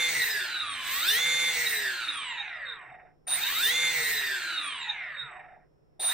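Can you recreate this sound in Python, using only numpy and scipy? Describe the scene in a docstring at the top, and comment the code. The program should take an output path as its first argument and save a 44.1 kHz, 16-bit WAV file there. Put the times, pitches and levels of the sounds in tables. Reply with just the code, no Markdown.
"""Four bare brushless motors on a quadcopter on a carpet start near top speed and slow down; a second burst
of throttle follows and they coast to rest. Twice more they start with a squeal: once up to speed and back
to rest, and once just before the end. Each motor sings tones locked to its turning, the bearings rattle,
the arms ring at certain speeds, the speed controllers fizz and the legs shudder at moments on the carpet.
A low room rumble and a faint electrical hum last throughout."""
import sys
import numpy as np
from scipy import signal
from scipy.fft import rfft, irfft, next_fast_len
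from scipy.io import wavfile
from scipy.ndimage import uniform_filter1d

SR = 44100
rng = np.random.default_rng(int(sys.argv[2]) if len(sys.argv) > 2 else 0)


def bounce(signal):
    """Save signal as a 16-bit WAV file at the path given by the first command-line argument."""
    frames = np.transpose(np.atleast_2d(signal))
    limited = np.clip(frames, -1, 1)
    pcm = np.round(limited * 32767).astype(np.int16)
    wavfile.write(sys.argv[1], SR, pcm)


N = 270333  # length in samples
T = np.arange(N) / SR  # time in s
TOP_SPEED_HZ = 162.5  # top speed of the slowest motor, turns per second
REFERENCE_HZ = 170  # shaft speed at which the speed laws of the tones give a gain of 1


def undb(db):
    """Decibels to gain."""
    return 10 ** (np.asarray(db) / 20)


def gain_at(points, hz):
    """Gain of a (frequency [Hz], level [dB]) curve at any frequency, read on a log frequency scale."""
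    f, db = np.transpose(points)
    return undb(np.interp(np.log(np.maximum(hz, 1)), np.log(f), db))


def unit(x):
    """Scale to rms 1."""
    return x / np.sqrt(np.mean(x ** 2))


def colour(x, points):
    """Shape a sound by a spectrum and scale it to rms 1."""
    n = next_fast_len(N)
    gain = gain_at(points, np.fft.rfftfreq(n, 1 / SR))
    return unit(irfft(rfft(x, n) * gain, n)[..., :N])


def walk(rate):
    """Random wander of spread near 1, heading for a new value rate times a second."""
    knots = rng.standard_normal(8192)
    return np.interp(T * rate, np.arange(len(knots)), knots)


def random_phase():
    """A random starting point in a cycle, in radians."""
    return rng.uniform(0, 2 * np.pi)


def uneven_shake(rough, flutter_hz):
    """Uneven shaking of a resonance: a loudness of rms 1 and a stray phase in radians."""
    shake = unit(np.abs(1 + rough * walk(flutter_hz)))
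    stray = rough * walk(flutter_hz)
    return shake, stray


def below_top(hz):
    """Fade a tone out between 16 and 17.5 kHz, so that it never climbs too high."""
    return np.clip((17500 - hz) / 1500, 0, 1)


def place(x, pan_db, lag, wet_db, side_db=-6, t60=0.12):
    """Direct sound reaches the left lag samples later; furniture and walls add a short diffuse tail."""
    t = np.arange(SR // 3) / SR
    # noise that dies by 60 dB in t60 seconds, after a gap of 2 ms
    tail = rng.standard_normal((2, len(t))) * np.exp(-np.log(1000) * t / t60) * (t > .002)
    common, across = tail / np.sqrt(np.sum(tail ** 2, axis=1, keepdims=True))
    # reflections differ between left and right, slightly less in the lows
    lowpass = signal.butter(1, 3500, fs=SR, output="sos")
    across = across - 0.26 * signal.sosfilt(lowpass, across)
    tails = undb(wet_db) * common + undb(side_db) * np.array([across, -across])
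    n = next_fast_len(N)
    delay = np.exp(-2j * np.pi * np.fft.rfftfreq(n) * lag)
    late = irfft(rfft(x, n) * delay, n)[:N]
    direct = np.array([late * undb(pan_db / 2), x * undb(-pan_db / 2)])
    return direct + signal.fftconvolve(x[None], tails, axes=1)[:, :N]


# shape of the room rumble: (frequency [Hz], relative level per Hz [dB])
ROOM_RUMBLE = [(25, -4.5), (42, -1), (70, -7), (150, -7), (220, -12.5), (450, -8.5), (800, -21.5),
               (1500, -29), (4000, -44.5), (15000, -52.5)]
# steady hum tones: (frequency [Hz], rms level [dB])
HUM_TONES = [(151.4, -73.5), (5500, -92.5), (5140, -96)]
ROOM_DB = -66.5  # level scale of the rumble


def room():
    """Low rumble of the house as filtered noise, and a faint electrical hum of gently wavering tones."""
    mid = colour(rng.standard_normal(N), ROOM_RUMBLE)
    side = colour(rng.standard_normal(N), ROOM_RUMBLE)
    rumble = np.array([[.7], [1.0]]) * mid + np.array([[1], [-1]]) * side
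    hum = np.zeros(N)
    for hz, db in HUM_TONES:
        hum += undb(db) * np.sqrt(2) * np.sin(2 * np.pi * hz * T + 0.28 * walk(5))
    return undb(ROOM_DB) * rumble + hum


# speed of the slowest motor under throttle, one list a run: (time [s], shaft speed [Hz])
THROTTLE_RUNS = [
    [(0, 162.5), (0.08, 161.3), (0.2, 151.0), (0.3, 138.7)],
    [(0.7, 87.8), (0.8, 80.1), (0.9, 77.9), (1.01, 92.7), (1.12, 135.6), (1.2, 159.0), (1.27, 162.4),
     (1.49, 161.9), (1.65, 150.2), (1.8, 135.0)],
    [(3.268, 13.0), (3.35, 45.9), (3.57, 96.3), (3.72, 157.7), (3.78, 162.5), (3.89, 161.7), (4.15, 140.8),
     (4.55, 102.8)],
    [(5.995, 8.0), (6.04, 22.0), (6.13, 47.0)],
]
FRICTION_HZ_PER_S, DRAG_PER_S = 61.5, 0.58


def shaft_speed():
    """The speed follows the throttle; after each run, dry friction and drag slow the rotor towards rest."""
    hz = np.zeros(N)
    offset = FRICTION_HZ_PER_S / DRAG_PER_S
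    for run in THROTTLE_RUNS:
        s, run_hz = np.transpose(run)
        coast = (run_hz[-1] + offset) * np.exp(-DRAG_PER_S * (T - s[-1])) - offset
        run_then_coast = np.where(T < s[-1], np.interp(T, s, run_hz), np.maximum(coast, 0))
        hz = np.where(T < s[0], hz, run_then_coast)
    return np.maximum(uniform_filter1d(hz, size=400), 0)  # rotor inertia rounds every change


# each motor against the slowest: (speed ratio [times], lead once well above a crawl [Hz])
MOTOR_SPEEDS = [(1, 0), (1, 4.6), (1.082, 0), (1.145, 3.8)]


def motor_speeds(hz):
    """The four motors never turn quite alike: each has its own ratio and lead over the slowest."""
    return np.array([ratio * hz + lead_hz * np.tanh(hz / 20) for ratio, lead_hz in MOTOR_SPEEDS])


# current pushed into the windings: (on [s], rise time [s], off [s])
CURRENT_PUSHES = [(-.2, .02, .06), (.68, .24, 1.495), (3.264, .014, 3.885), (5.993, .005, 6.3)]
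RELEASE_S = 0.089  # time the current takes to die away


def power():
    """1 while current is pushed into the windings, 0 without it, with ramps between."""
    powered = np.zeros(N)
    for on, rise, off in CURRENT_PUSHES:
        powered += np.clip(np.minimum((T - on) / rise, 1 - (T - off) / RELEASE_S), 0, 1)
    return powered


FULL_DUTY_HZ, DUTY_KNEE_HZ = 162.6, 17.3  # speed where chopping stops, and the span leading up to it


def full_duty(hz):
    """Near top speed the controllers stop chopping the current: 0 while they chop, 1 when they stop."""
    return np.clip(1 + (hz - FULL_DUTY_HZ) / DUTY_KNEE_HZ, 0, 1)


STALL_HZ = 7.4  # around and below this speed the noises die away


def by_speed(law, hz, powered):
    """Gain of a noise that grows with speed, by one slope when coasting and another under power."""
    coast_db, coast_slope_db, powered_db, powered_slope_db = law
    octaves = np.log2((hz + 1) / TOP_SPEED_HZ)
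    coasting_level = coast_db + coast_slope_db * octaves
    powered_level = powered_db + powered_slope_db * octaves
    db = (1 - powered) * coasting_level + powered * powered_level
    return undb(db) * hz ** 2 / (hz ** 2 + STALL_HZ ** 2)


# shudders: (time [s], relative level [dB], frequency [Hz], length at half height [s])
LEG_SHUDDERS = [(.17, -53, 157, 0.15), (.8, -56, 90.3, 0.39), (2.92, -53, 130, 0.052),
                (4.01, -47, 144, .06), (4.1, -56, 146.6, 0.27), (5.24, -49, 138, 0.035)]


def leg_shudders():
    """The legs shudder on the carpet: low tones that swell and fade, shaken unevenly."""
    out = np.zeros(N)
    shake, stray = uneven_shake(rough=0.4, flutter_hz=43.0)
    for s, db, hz, length in LEG_SHUDDERS:
        near = np.abs(T - s) < 3 * length
        t = T[near] - s
        swell = 2 ** -((2 * t / length) ** 2)
        out[near] += undb(db) * swell * shake[near] * np.sin(2 * np.pi * hz * t + stray[near])
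    return undb(-4.5) * out


# speeds at which a tone meets a resonance of the frame:
# (shaft speed [Hz], coasting width [Hz], ringing tone [Hz], coasting level [dB], powered level [dB])
CRITICAL_SPEEDS = [(20, 16, 730, -48.5, -46), (34, 19, 7950, -70, -54.5), (26.4, 17, 3700, -69, -40.5),
                   (36.08, 6.14, 3740, -36.5, -32), (64.64, 2.7, 3750, -32.5, -30.5),
                   (72.4, 2.3, 3800, -35, -29), (98.4, 2.9, 3780, -30.5, -29.5),
                   (123.9, 3.1, 3570, -43, -19.5), (137.8, 3.2, 3880, -30.5, -31.5),
                   (148.3, 1.3, 3835, -27, -26)]
# under power the motors' speeds spread, so each resonance answers over this many times the width
POWERED_SPREAD = 3.4


def arms(hz, powered):
    """The arms ring, shaken unevenly, whenever the shafts pass a critical speed."""
    out = np.zeros(N)
    shake, stray = uneven_shake(rough=1.0, flutter_hz=190)
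    spread = 1 + (POWERED_SPREAD - 1) * powered
    for shaft_hz, width, ring_hz, coast_db, powered_db in CRITICAL_SPEEDS:
        distance = 2 * (hz - shaft_hz) / (width * spread)
        nearness = 2 ** -np.minimum(distance ** 2, 40)
        level_db = coast_db + (powered_db - coast_db) * powered
        out += undb(level_db) * nearness * np.sin(2 * np.pi * ring_hz * T + stray)
    return out * shake


# the controllers start the motors from rest: (time [s], length of the squeal before its fade [s])
SQUEAL_STARTS = [(3.268, 0.072), (5.995, 0.087)]
SWITCH_HZ = 9135  # switching tone of the controllers
SQUEAL_DB, SQUEAL_FADE_DB_PER_S = -25.5, 435.5
SQUEAL_ONSET_DB, SQUEAL_ATTACK_S = -12, 0.067  # starts this much softer, and grows for this long


def squeal(turns):
    """The controllers' switching tone at each start; its sidebands fan out as the rotors gather speed."""
    gain = np.zeros(N)
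    for s, length in SQUEAL_STARTS:
        attack_db = SQUEAL_ONSET_DB * np.clip(1 - (T - s) / SQUEAL_ATTACK_S, 0, 1)
        fade_db = SQUEAL_FADE_DB_PER_S * np.clip(T - s - length, 0, 1)
        switched_on = np.clip((T - s) / .003, 0, 1)
        gain += switched_on * undb(SQUEAL_DB + attack_db - fade_db)
    ripple = sum(np.cos(12 * turn + walk(60)) for turn in turns)
    return gain * (1 + undb(-20) * ripple) * np.sin(2 * np.pi * SWITCH_HZ * T)


# torque ripple of each motor while pulled up to speed: (cycles per turn [count], relative level [dB])
PULL_TONES = [(21, -45), (28, -43), (42, -45.5), (56, -57.5), (70, -59.5), (84, -56), (105, -56.5),
              (126, -64.5)]
PULL_LAW = 1  # the ripple grows as this power of the speed


def pull(speeds, turns, waver_db=6.0, slip=0.46):
    """Pulses of current tug at the magnets: a fan of harmonics that races up with each motor."""
    out = np.zeros(N)
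    for hz, turn in zip(speeds, turns):
        chatter = slip * walk(120)
        for count, db in PULL_TONES:
            gain = undb(db + waver_db * walk(20)) * below_top(count * hz)
            out += gain * np.sin(round(count) * turn + chatter + random_phase())
    return out * (speeds.mean(axis=0) / REFERENCE_HZ) ** PULL_LAW


# shape of the fizz: (frequency [Hz], relative level [dB])
FIZZ_BAND = [(3000, -27.5), (6000, -31.5), (9000, -21.5), (11000, -22.5), (12500, -1.5), (13400, 2.5),
             (14200, 14), (15000, 6.5), (16000, -14)]


def commutation(speeds, turns, hiss_db=-5, patchy_db=-0.5, slip=.8):
    """Chopped winding current: harmonics of the 7 pole pairs sweep through a band of fizz, over a hiss."""
    lines, line_power = np.zeros(N), np.zeros(N)
    for hz, turn in zip(speeds, turns):
        chatter = slip * walk(150)
        for harmonic in (10, 11, 12, 14, 18, 24, 30):
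            count = 7 * harmonic  # cycles per turn
            gain = min(1, 100 / count) * gain_at(FIZZ_BAND, count * hz) * below_top(count * hz)
            tone = np.sin(count * turn + chatter + random_phase())
            lines += gain * undb(patchy_db * walk(25)) * tone
            line_power += gain ** 2
    grainy_noise = rng.standard_normal(N) * undb(4.5 * walk(500))
    hiss = colour(grainy_noise, FIZZ_BAND)
    even_lines = lines / np.sqrt(line_power + .15)  # evens out the loudness as tones enter and leave the band
    return even_lines * speeds.mean(axis=0) / REFERENCE_HZ + undb(hiss_db) * hiss


# fizz against speed: (coasting level at top speed [dB], its slope [dB per octave of speed],
# powered level at top speed [dB], its slope [dB per octave of speed]), before the full-duty drop
FIZZ_BY_SPEED = (-29.5, 49, -32.5, 1.5)
FULL_DUTY_DB = -19.5  # the fizz drops by this much when the chopping stops


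def fizz(hz, speeds, turns, powered):
    """The controllers fizz while they chop the current, and much less near top speed."""
    chopping_gain = undb(FULL_DUTY_DB * full_duty(hz))
    return by_speed(FIZZ_BY_SPEED, hz, powered) * chopping_gain * commutation(speeds, turns)


def bearings(turns, points, lump, grain_db):
    """Dense tiny knocks of the balls, as grainy noise bunched once per turn of each shaft."""
    load = sum(np.exp(lump * np.cos(turn + random_phase())) for turn in turns)
    return colour(rng.standard_normal(N) * load * undb(grain_db * walk(900)), points)


# shape of the crackle: (frequency [Hz], relative level per Hz [dB])
CRACKLE_SHAPE = [(2500, -4.5), (4200, 10), (5200, 1), (6500, 2.5), (7700, 0), (7950, 6), (8250, 8.5),
                 (9400, -12.5), (10500, -30.5), (12500, -29.5), (15500, -27.5)]
# crackle against speed: (coasting level at top speed [dB], its slope [dB per octave of speed],
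# powered level at top speed [dB], its slope [dB per octave of speed])
CRACKLE_BY_SPEED = (-38.5, 23.5, -41, 1)


def crackle(hz, turns, powered):
    """The bright crackle of the bearings, which falls off fast as the coasting rotors slow down."""
    knocks = bearings(turns, CRACKLE_SHAPE, lump=0.33, grain_db=2.5)
    return by_speed(CRACKLE_BY_SPEED, hz, powered) * knocks


# rattle at speed: (frequency [Hz], relative level per Hz [dB])
BRISK_RATTLE = [(150, -45), (330, -21.5), (600, -12.5), (900, -3.5), (1150, -6), (1650, 7.5), (2100, 4),
                (2700, 6.5), (3200, -4), (3800, 7), (4400, -23), (5200, -59), (9000, -61)]
# rattle of a rotor that barely turns: (frequency [Hz], relative level per Hz [dB])
SLOW_RATTLE_SHAPE = [(150, -17), (400, -41.5), (720, -5), (1100, 2.5), (1900, 17.5), (2600, 7.5),
                     (3200, -10.5), (3800, -39.5), (5000, -59.5)]
# rattle against speed: (coasting level at top speed [dB], its slope [dB per octave of speed],
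# powered level at top speed [dB], its slope [dB per octave of speed])
RATTLE_BY_SPEED = (-37.5, 4.5, -37, 2.5)
CRAWL_HZ, CRAWL_CUTOFF_HZ = 24, 1700  # below this shaft speed, unpowered knocks lose what lies above the cut-off


def rattling(hz, turns, powered, soft_hz=24, brisk_span_hz=43, power_share=0.99):
    """The bearings rattle brightly at speed; slow, unpowered rotors knock softly and ever duller."""
    brisk = np.clip((hz - soft_hz) / brisk_span_hz + power_share * powered, 0, 1)
    rattle = brisk * bearings(turns, BRISK_RATTLE, lump=0.9, grain_db=3.0)
    rattle += np.sqrt(1 - brisk ** 2) * bearings(turns, SLOW_RATTLE_SHAPE, lump=0.9, grain_db=-0.5)
    lowpass = signal.butter(2, CRAWL_CUTOFF_HZ, fs=SR, output="sos")
    dull = signal.sosfiltfilt(lowpass, rattle)
    sharp = np.clip((hz / CRAWL_HZ) ** 2 + powered, 0, 1)
    return (dull + sharp * (rattle - dull)) * by_speed(RATTLE_BY_SPEED, hz, powered)


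# tones of each of the four motors:
# (cycles per turn, rounded when played [count], relative coasting level [dB], rise under full drive [dB])
TONES_0 = [(1, -32.5, 5.5), (3, -42.5, -1.5), (12, -54, -0.5), (14, -53, 4.5), (21, -54, 24.5),
           (22, -54, 30.5), (23, -50.5, -3.5), (26, -40.5, 1), (28, -40.5, -7.5), (36, -34.5, -15),
           (42, -38, 2.5), (56, -43, -10.5), (62.44, -41.5, 4.5), (71, -48.5, 20.5), (77, -53.5, 15.5),
           (86, -57, -2)]
TONES_1 = [(2, -44.5, 4), (3, -36, 0.5), (5, -52, 3), (7, -69.5, 19), (9, -63.5, 17), (10, -66, -1.5),
           (12, -45.5, -10), (36, -28, 6), (48, -50, -3), (83, -58.5, -4)]
TONES_2 = [(3, -49, 1.5), (11, -48, -2.5), (12, -36, 5), (13, -40, -6), (14, -43.5, -13), (24, -51.5, 13),
           (36, -43, -5.5), (82.6, -63.5, 9)]
TONES_3 = [(11, -44.5, -17.5), (12, -39.5, -3.5), (13, -45, -2), (18, -60.5, 12.5), (24, -37.5, -11.5),
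           (36, -32, 4), (42, -41, -9), (48, -49.5, -2.5), (54, -49.5, 13), (60, -58, 9), (84.8, -41, -5.5),
           (94.5, -51, -12.5)]
# how the frame radiates each tone: (frequency [Hz], gain [dB])
FRAME_RESPONSE = [(100, -41.5), (330, -17.5), (500, -12.5), (700, -5), (1000, -3.5), (1500, 1), (2000, 4),
                  (2600, -3.5), (3200, -7), (3850, -3.5), (4500, -13), (6000, -19.5), (9000, 1.5),
                  (11000, -26.5), (14500, 3.5)]
SLIP, FLUTTER = .09, .25  # depth of the shaking of a loose rotor: phase of a 12-cycle tone [rad], loudness


def whine(hz, turn, tones, drive, speed_law=1.535, waver_db=4.0):
    """Magnets passing the stator teeth give tones locked to the shaft; they are steadiest under drive."""
    out = np.zeros(N)
    loose = 1 - .8 * drive
    chatter = SLIP * loose * walk(90)  # play in the bearings shakes the rotor
    for count, db, drive_db in tones:
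        count = round(count)
        level_db = db + drive_db * drive + waver_db * loose * walk(22)
        gain = undb(level_db) * gain_at(FRAME_RESPONSE, count * hz)
        flutter = 1 + FLUTTER * loose * walk(260)
        phase = count * turn + chatter * np.sqrt(count / 12) + random_phase()
        out += gain * flutter * np.sin(phase)
    return out * (hz / REFERENCE_HZ) ** speed_law


DRIVE_LAW = 0.76  # the drive grows as this power of the speed


def scene():
    """Four motors, their bearings, frame and controllers in the room."""
    hz, powered = shaft_speed(), power()
    speeds = motor_speeds(hz)
    turns = 2 * np.pi * np.cumsum(speeds, axis=1) / SR  # shaft angles in radians
    drive = powered * np.minimum(hz / TOP_SPEED_HZ, 1) ** DRIVE_LAW
    treble = crackle(hz, turns, powered) + fizz(hz, speeds, turns, powered)
    tugging = pull(speeds, turns) * powered * (1 - full_duty(hz))
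    motor_tones = (TONES_0, TONES_1, TONES_2, TONES_3)
    whines = [whine(speed, turn, tones, drive) for speed, turn, tones in zip(speeds, turns, motor_tones)]

    out = room()
    out += place(leg_shudders(), pan_db=-7.0, lag=.8, wet_db=-8, side_db=3)
    out += place(arms(hz, powered), pan_db=-3.0, lag=.8, wet_db=-0.5, side_db=-7)
    out += place(squeal(turns), pan_db=3.5, lag=0.3, wet_db=-1, side_db=-2)
    out += place(tugging, pan_db=-1.0, lag=0.23, wet_db=-11.5, side_db=-11.5)
    out += place(treble, pan_db=-1.5, lag=1.0, wet_db=-6.0, side_db=1.5)
    out += place(rattling(hz, turns, powered), pan_db=-4.0, lag=0.57, wet_db=-7.0, side_db=-9.5)
    out += place(whines[0] + whines[1], pan_db=-1.5, lag=.9, wet_db=-14.5, side_db=-8.0)
    out += place(whines[2] + whines[3], pan_db=-1.5, lag=1.0, wet_db=-9.5, side_db=-9.5)
    return out


TOP_HZ = 15900  # upper edge of the treble


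def record(dry):
    """A steep low-pass filter cuts the top of the treble."""
    return signal.sosfilt(signal.ellip(10, .2, 80, TOP_HZ, fs=SR, output="sos"), dry)


dry = scene()
out = record(dry)
bounce(out)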